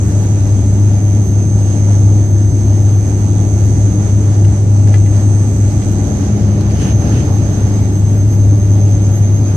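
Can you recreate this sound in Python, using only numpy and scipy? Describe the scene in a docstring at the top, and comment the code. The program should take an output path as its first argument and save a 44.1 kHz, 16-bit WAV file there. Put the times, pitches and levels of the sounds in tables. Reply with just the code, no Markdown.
"""Propeller blades beat on the hull of a turboprop, heard from the cabin with a hand-held camera at the window.
The beat is steady sines that drift in level and phase, with overtones, a gear tone and wavering hums.
Two turbines whine above it as tones chopped at each blade pass; one engine spools up towards the other.
The camera ticks as cracks that ring its case, and brushes the trim as grainy, buzzing noise.
Behind lie low rumble, air rush and hiss, all shaped stereo noise."""
import sys
import numpy as np
from scipy import signal
from scipy.fft import rfft, irfft, next_fast_len
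from scipy.io import wavfile
from scipy.ndimage import uniform_filter1d, map_coordinates

SR = 44100
rng = np.random.default_rng(int(sys.argv[2]) if len(sys.argv) > 2 else 0)


def master_out(mix):
    """Clip the mix to full scale and print it as 16-bit PCM to the path in sys.argv[1]."""
    frames = np.transpose(np.atleast_2d(mix))
    ceiling = np.clip(frames, -1, 1)
    pcm = np.round(ceiling * 32767).astype(np.int16)
    wavfile.write(sys.argv[1], SR, pcm)


N = 421596
NOW = np.arange(N) / SR  # time of each sample, s
BLADE_HZ = 102.0  # blade passes a second
SPOOL_START_S = 4.3  # the far engine begins to spool up
TURN_START_S, TURN_END_S = 5.75, 6.75  # the camera turns a little from the window


def amp(db):
    """Decibels to an amplitude factor."""
    return 10 ** (np.asarray(db) / 20)


def unit(x):
    """Scale to rms 1."""
    return x / np.sqrt(np.mean(x ** 2) + 1e-20)


def along(points, hz):
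    """Interpolate (Hz, value) points on a log frequency axis."""
    point_hz, value = np.transpose(points)
    return np.interp(np.log(hz + 1), np.log(point_hz + 1), value)


def curve(rows):
    """Interpolate (s, value) rows to one value per sample."""
    s, value = np.transpose(rows)
    return np.interp(NOW, s, value)


def turned(before, after):
    """A value that glides from before to after while the camera turns."""
    return np.interp(NOW, [TURN_START_S, TURN_END_S], [before, after])


def swell(centre_s, half_s):
    """A bell-shaped rise to 1, down to 1/e at half_s from its centre."""
    return np.exp(-((NOW - centre_s) / half_s) ** 2)


def wobble(rate):
    """A smooth random curve, rate knots a second."""
    coarse = np.arange(0, N + 32, 32)
    knots = rng.standard_normal(int(N * rate / SR) + 4)
    return np.interp(np.arange(N), coarse, map_coordinates(knots, [coarse * rate / SR]))


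def gliding_sine(hz):
    """A sine that follows a frequency curve by summing its phase."""
    return np.sin(2 * np.pi * np.cumsum(hz) / SR)


def filtered(x, response):
    """Multiply the spectrum of x by a response of frequency."""
    m = next_fast_len(N + 8192)
    return irfft(rfft(x, m) * response(np.fft.rfftfreq(m, 1 / SR)), m)[..., :N]


def coloured(spectrum):
    """Gain of a (Hz, dB) spectrum, shut outside its ends."""
    return lambda hz: amp(along(spectrum, hz)) * (hz > spectrum[0][0]) * (hz < spectrum[-1][0])


def patches(shape, bins, frames):
    """A smooth random field over frequency and time, rms 1."""
    across_hz = uniform_filter1d(rng.standard_normal(shape), bins, -2)
    return unit(uniform_filter1d(across_hz, frames, -1))


def rush(spectrum, patchy_db):
    """Stereo noise of one colour with patches of random gain, its left-right mean at rms 1."""
    # how alike the two microphones hear noise: hz, correlation
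    likeness = [(30, .999), (100, .975), (260, .94), (370, .88), (530, .74), (760, .72), (1090, .02),
                (1560, -.26), (2240, 0), (6650, -.1), (9500, 0)]
    # balance of the two microphones: hz, left_minus_right_db
    lean = [(190, 1.4), (440, 2), (590, -3), (1050, -4), (1390, -.5), (1860, 2), (3290, .5), (4370, -1),
            (5820, -6.5), (7750, -11), (10300, -19.5), (12500, -10)]
    z = signal.stft(rng.standard_normal((2, N), dtype=np.float32), nperseg=512)[2]
    gain = amp(patchy_db * patches(z.shape[1:], bins=6, frames=14))
    pair = signal.istft(z * gain, nperseg=512)[1]
    m = next_fast_len(N + 8192)
    hz = np.fft.rfftfreq(m, 1 / SR)
    # mid and side shares that give the wanted correlation
    angle = np.arccos(along(likeness, hz)) / 2
    mid, side = rfft(pair, m) * coloured(spectrum)(hz) * [np.cos(angle), np.sin(angle)]
    balance = amp(along(lean, hz) * [[.5], [-.5]])
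    both = irfft([mid + side, mid - side] * balance, m)[:, :N]
    return both / np.std(both.mean(0))


def propeller():
    """Blade passes and hums as sines; turbulence lets level and phase drift."""
    # blade tone as the camera moves through the cabin's standing wave: time_s, level_db
    blade_levels = [(0, -12), (.7, -10), (1.5, -10.5), (2.1, -9), (3.6, -13), (4.1, -12), (4.35, -11.5),
                    (4.85, -8), (5.4, -10), (6.0, -14.5), (6.2, -20), (6.5, -12.5), (6.78, -20.5),
                    (7.3, -11), (7.5, -15.5), (8.25, -9), (9.35, -10), (9.56, -19)]
    # higher blade harmonics: multiple of the blade rate, level_db
    overtones = [(3, -37), (4, -45), (5, -49), (6, -50)]
    # a wavering low hum: time_s, level_db
    hum_levels = [(0, -27), (1.2, -28.5), (3.3, -36), (3.8, -29.5), (5, -39), (7.3, -31.5), (9, -27.5),
                  (9.56, -37)]
    # fainter wavering hums, one swell each: pitch_hz, level_db, swell_s, half_length_s, swell_gain_db
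    drones = [(309.3, -46.5, 6.85, 0.15, 18), (338.5, -39, 4, 1, 1.5), (581.6, -47.5, 8.2, 1.6, 4),
              (720, -52.5, 2.4, 1.2, 2), (817, -58.5, 5.8, 1.1, 10.5)]
    gear_hz, hum_hz = 963.6, 182
    phase = 2 * np.pi * BLADE_HZ * NOW + 0.58 * wobble(1.5)
    tone = amp(curve(blade_levels) + 0.66 * wobble(7)) * np.sin(phase)
    second_db = -31 + 9.3 * swell(6.37, half_s=0.53)
    tone += amp(second_db + 2.7 * wobble(4)) * np.sin(2 * phase + 0.48 * wobble(2.46))
    for multiple, db in overtones:
        tone += amp(db + 2.7 * wobble(3.4)) * np.sin(multiple * phase + 1.02 * wobble(3))
    # the gear tone steps down when the far engine starts to spool up
    gear_db = np.where(NOW < SPOOL_START_S, -52.5, -57.5)
    tone += amp(gear_db + 1.2 * wobble(3.4)) * np.sin(2 * np.pi * gear_hz * NOW)
    tone += amp(curve(hum_levels) + 2.5 * wobble(2.1)) * gliding_sine(hum_hz + 2.59 * wobble(3))
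    for hz, db, swell_s, half_s, gain_db in drones:
        drone_db = db + gain_db * swell(swell_s, half_s) + 3 * wobble(2.3)
        tone += amp(drone_db) * gliding_sine(hz + 7 * wobble(5))
    # the two microphones sit a little apart in the wave
    apart = round(.00012 * SR)
    pair = np.array([np.roll(tone, apart), np.roll(tone, -apart)])
    return np.sqrt(2) * pair * amp([[.75], [-.75]])


def comb(hz, passed, sharp, fade_db, drift):
    """A turbine tone chopped at each blade pass; each line has a slowly changing path to each microphone."""
    # a sharp of 0 leaves the tone whole; towards 1 it leaves only a narrow pulse per blade pass
    chop = (1 - sharp ** 2) / (1 - 2 * sharp * np.cos(2 * np.pi * BLADE_HZ * NOW) + sharp ** 2)
    tone = gliding_sine(hz + .7 * wobble(5))
    bins, _, z = signal.stft(chop * tone, SR, nperseg=2048)
    gain = coloured(passed)(bins)
    used = gain > 0
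    z = z[used] * gain[used, None]
    # the window delays the side lines, which turns part of the chopping into a flutter of pitch
    lines_away = (bins[used, None] - hz.mean()) / BLADE_HZ
    z = z * np.exp(1j * .8 * lines_away ** 2)
    shape = (2,) + z.shape
    fade = amp(fade_db * patches(shape, bins=3, frames=25))
    path = fade * np.exp(1j * drift * patches(shape, bins=3, frames=70))
    heard = np.zeros((2, len(bins), z.shape[1]), np.complex64)
    heard[:, used] = z * path
    pair = signal.istft(heard, nperseg=2048)[1][:, :N]
    return pair / np.std(pair, axis=1, keepdims=True)


def turbines():
    """Whine of both engines as chopped tones, louder at the right microphone, which faces the window."""
    # near engine: time_s, pitch_hz
    near_pitch = [(0, 6309), (6.4, 6314.5), (9.56, 6315)]
    # near whine and upper comb: time_s, level_db
    near_levels = [(0, -37.5), (4.1, -36), (4.6, -43.5), (5.2, -37.5), (6.3, -37.5), (6.6, -43.5),
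                   (6.85, -33.5), (7.3, -39.5), (9.56, -36.5)]
    upper_levels = [(0, -47.5), (6.05, -48), (6.3, -57), (6.9, -56), (7.2, -50.5), (9.56, -51.5)]
    # what window and microphone pass of each comb: hz, gain_db
    near_pass = [(4900, -60), (5250, -20), (5900, -16), (6010, -17), (6110, -9), (6210, -2.5), (6310, -1),
                 (6425, -1), (6505, -17), (6850, -17), (7250, -19), (7600, -60)]
    far_pass = [(5300, -34.5), (5700, -9), (6100, 2.5), (6280, 0), (6420, -8.5), (6600, -2), (7000, -5),
                (7400, -31)]
    upper_pass = [(6900, -30), (7250, -6), (7550, -8), (7800, 2.5), (7950, 2), (8150, -2), (8450, 3.5),
                  (8650, -5), (9100, -14), (9400, -45)]
    overtone_pass = [(11500, -31.5), (12100, -8.5), (12550, -8), (12750, -2), (13000, -29.5), (13300, -52)]
    # hiss around the overtone: hz, density_db_per_hz
    fizz_spectrum = [(10000, -31), (11000, -13), (11900, -9.5), (12550, -2.5), (12800, -7), (13050, -11.5),
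                     (13400, -38)]
    far_from_hz, far_to_hz, spool_lag_s = 6257.5, 6306, .92
    near, near_db = curve(near_pitch), curve(near_levels)
    spooled = 1 - np.exp(-np.maximum(NOW - SPOOL_START_S, 0) / spool_lag_s)
    far = far_from_hz + (far_to_hz - far_from_hz) * spooled
    # after the turn the blades chop the near whine less deeply
    deep = comb(near, near_pass, sharp=.82, fade_db=1.2, drift=1.1)
    light = comb(near, near_pass, sharp=.45, fade_db=1.2, drift=1.1)
    angle = turned(0, np.pi / 2)
    core = amp(near_db) * (np.cos(angle) * deep + np.sin(angle) * light)
    # the far whine swings with the near one, the overtone and its fizz half as far
    swing_db = near_db - near_db.mean()
    far_db = turned(-62, -41.5) + swing_db
    core += amp(far_db) * comb(far, far_pass, sharp=.55, fade_db=1.1, drift=1.1)
    upper = amp(curve(upper_levels)) * comb(far, upper_pass, sharp=.95, fade_db=4.5, drift=1.2)
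    overtone_db = turned(-59.5, -58) + .5 * swing_db
    overtone = amp(overtone_db) * comb(2 * far, overtone_pass, sharp=0.87, fade_db=-0.5, drift=2.5)
    fizz_db = turned(-64, -58) + .5 * swing_db + 1.5 * wobble(14)
    fizz = amp(fizz_db) * rush(fizz_spectrum, patchy_db=6.5)
    pan_db = turned(-8.5, -6) + 2.5 * wobble(2.5)  # left minus right
    core = core * amp(pan_db * [[.5], [-.5]])
    return core + upper * amp([[-10], [4]]) + overtone * amp([[-7], [3.5]]) + fizz


def ticks():
    """Taps on the camera: short noise cracks that ring the damped modes of its plastic case."""
    # taps: start_s, level_db, centre_hz, t60_s, treble_db, left_minus_right_db
    taps = [(2.893, -35, 3800, .02, -14, 0), (4.448, -27, 2700, .028, -1, .5),
            (4.8735, -29.5, 1600, .03, 1, -2), (4.883, -31, 4200, .03, -10, 0),
            (4.926, -35, 2300, .025, -8, 3), (4.9395, -23.5, 1950, .07, -6, 5),
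            (4.957, -34, 3100, .06, -6, 3), (5.06, -32.5, 1900, .028, 3, -1),
            (5.071, -33.5, 1800, .035, -4, 0), (5.216, -46, 4200, .012, 10, 0),
            (5.8195, -32, 2300, .04, -10, -2), (6.6085, -34, 4000, .04, 4, 0)]
    # modes of the case: pitch_hz, level_db, t60_s
    modes = [(1420, -2, 0.09), (1715, 4, 0.11), (1995, 7, .06), (2350, -2, .04), (2800, 2, .035),
             (3214, -1, .07), (3800, -4, .03), (4200, -1, .04)]
    crack_gain, ring_gain, rise_s = 1.6, .47, 0.0008
    out = np.zeros((2, N + SR))
    t = np.arange(SR // 8) / SR
    for s, db, hz, t60, treble_db, pan_db in taps:
        ring = np.zeros(len(t))
        for mode_hz, mode_db, mode_t60 in modes:
            # a blow rings mostly the modes near its own centre, no longer than the hand's grip lets it
            off_db = 12 * abs(np.log2(mode_hz / hz))
            decay_db = -60 * t / min(mode_t60, t60)
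            ring += amp(mode_db - off_db + decay_db) * np.sin(2 * np.pi * mode_hz * t)
        noise = rng.standard_normal((2, 2, len(t)))
        crack_band = signal.butter(2, [hz * .5, hz * 1.6], "band", fs=SR, output="sos")
        snap_band = signal.butter(2, [2200, 10000], "band", fs=SR, output="sos")
        crack = signal.sosfilt(crack_band, noise[0])
        snap = signal.sosfilt(snap_band, noise[1])
        burst = (crack_gain * crack + amp(treble_db) * snap) * amp(-60 * t / t60)
        blow = (ring_gain * ring + burst) * (1 - np.exp(-t / rise_s))
        start = round(s * SR)
        out[:, start:start + len(t)] += amp(db + pan_db * np.array([[.5], [-.5]])) * blow
    return out[:, :N]


def brushes():
    """The case rubs the shaking window trim: grainy hiss plus a rattle of noise hits at the blade rate."""
    # rubs: centre_s, length_s, level_db, rattle_over_hiss_db, tilt_db_per_octave
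    rubs = [(1.72, .14, -49, -6, 1), (6.712, .025, -43, 3.5, -6), (6.762, 0.042, -42, 1, -1),
            (6.809, 0.049, -43, 2, -1), (6.865, .12, -35.5, -6, -2), (7.04, .12, -42, -5, -10),
            (7.167, 0.12, -38, -9.5, -2.5)]
    # colour of the rattle and of the rubbed surface: hz, density_db_per_hz
    rattle_spectrum = [(1500, -32), (2200, -6), (2800, -1), (3500, -14), (5000, -4.5), (6000, -7),
                       (7600, -14), (8700, -3), (9600, -15), (12500, -26), (13300, -51)]
    skin_spectrum = [(450, -30), (650, -14), (1100, -5), (1800, -2), (2250, -8), (2750, 1), (3100, 0),
                     (3500, -9), (5000, -8), (6500, -16), (8700, -12), (12000, -25), (13300, -50)]
    hit_t60_s, hit_place, tilt_hz = .012, .45, 2900  # place as a share of the blade cycle; tilt pivot
    out = np.zeros((2, N))
    # the trim hits the case once for each blade pass
    since_hit_s = ((BLADE_HZ * NOW - hit_place) % 1) / BLADE_HZ
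    hits = unit(amp(-60 * since_hit_s / hit_t60_s) * rng.standard_normal((2, N)))
    rattle = unit(filtered(hits, coloured(rattle_spectrum)))
    grain, noise = amp(1.3 * wobble(80)), rng.standard_normal((2, N))
    for s, length, db, rattle_db, tilt_db in rubs:
        span = slice(round((s - length) * SR), round((s + length) * SR))
        size = span.stop - span.start
        hz = np.fft.rfftfreq(size, 1 / SR)
        colour = coloured(skin_spectrum)(hz) * amp(tilt_db * np.log2((hz + 1) / tilt_hz))
        hiss = unit(irfft(rfft(noise[:, span]) * colour, size))
        stroke = amp(db) * np.exp(-((NOW[span] - s) / length * 2) ** 4)
        out[:, span] += stroke * grain[span] * (hiss + amp(rattle_db) * rattle[:, span])
    return out


def air():
    """Hull rumble, rush of the boundary layer and turbine hiss as noise, the hiss pulsing with the blades."""
    # level of the rush, which rumble and hiss follow: time_s, level_db
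    air_levels = [(0, -34), (1.45, -35.5), (1.8, -33.5), (2.3, -35), (4, -33.5), (4.45, -33.5), (4.68, -36),
                  (4.9, -33.5), (5.2, -34), (5.7, -33.5), (6.2, -32), (6.6, -33), (6.86, -30.5),
                  (6.95, -31.5), (7.18, -28.5), (7.32, -31.5), (7.9, -33.5), (9.56, -34)]
    # colour of each layer: hz, density_db_per_hz
    rumble_spectrum = [(18, -51.5), (32, -18), (50, -13.5), (72, 0.5), (88, -4), (102, 5), (120, -3.5),
                       (140, -6), (165, -8.5), (182, -10), (196, -10), (255, -12), (300, -9), (322, -16),
                       (342, -14.5), (420, -21.5), (520, -46.5)]
    rush_spectrum = [(330, -35), (430, -1), (555, -6), (582, -1.5), (680, -7.5), (725, -6.5), (835, -7),
                     (930, -14.5), (1150, -14.5), (1350, -16), (2000, -19.5), (2600, -23), (3600, -25),
                     (5200, -24.5), (6200, -29.5)]
    hiss_spectrum = [(4800, -35), (5500, -13), (5900, -8), (6100, -0.5), (6260, -5), (6440, 3), (6560, -12),
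                     (6720, -9.5), (7300, -14), (8200, -14.5), (8700, -18), (9300, -24), (10300, -31.5),
                     (11300, -38), (12500, -52.5)]
    rush_db = curve(air_levels)
    mean_db = rush_db.mean()
    gust_db = .85 * wobble(12)
    beat = 1 + 0.081 * np.sin(2 * np.pi * BLADE_HZ * NOW)
    # the rumble makes only part of the rush's swings
    rumble_db = mean_db + 19 + 0.63 * (rush_db - mean_db)
    rumble = amp(rumble_db) * rush(rumble_spectrum, patchy_db=0.0)
    flow = amp(rush_db + gust_db) * rush(rush_spectrum, patchy_db=0.99)
    hiss_db = rush_db - 10 + turned(1.5, -2.5) + gust_db + .8 * wobble(14)
    hiss = amp(hiss_db) * beat * rush(hiss_spectrum, patchy_db=1.1)
    return rumble + flow + hiss


def scene():
    """Everything that reaches the two microphones."""
    return propeller() + turbines() + ticks() + brushes() + air()


def record(dry):
    """Gain control eases the level down as the power rises, peaks round off, and the top of the band is cut."""
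    top_hz = 13600
    power = np.abs(uniform_filter1d(np.mean(dry ** 2, 0), round(.04 * SR))) + 1e-3
    held = dry * (power / amp(-15.0)) ** -.08
    soft = held / (1 + np.abs(held / .98) ** 10) ** (1 / 10)
    return filtered(soft, lambda hz: hz < top_hz)


dry = scene()
out = record(dry)
master_out(out)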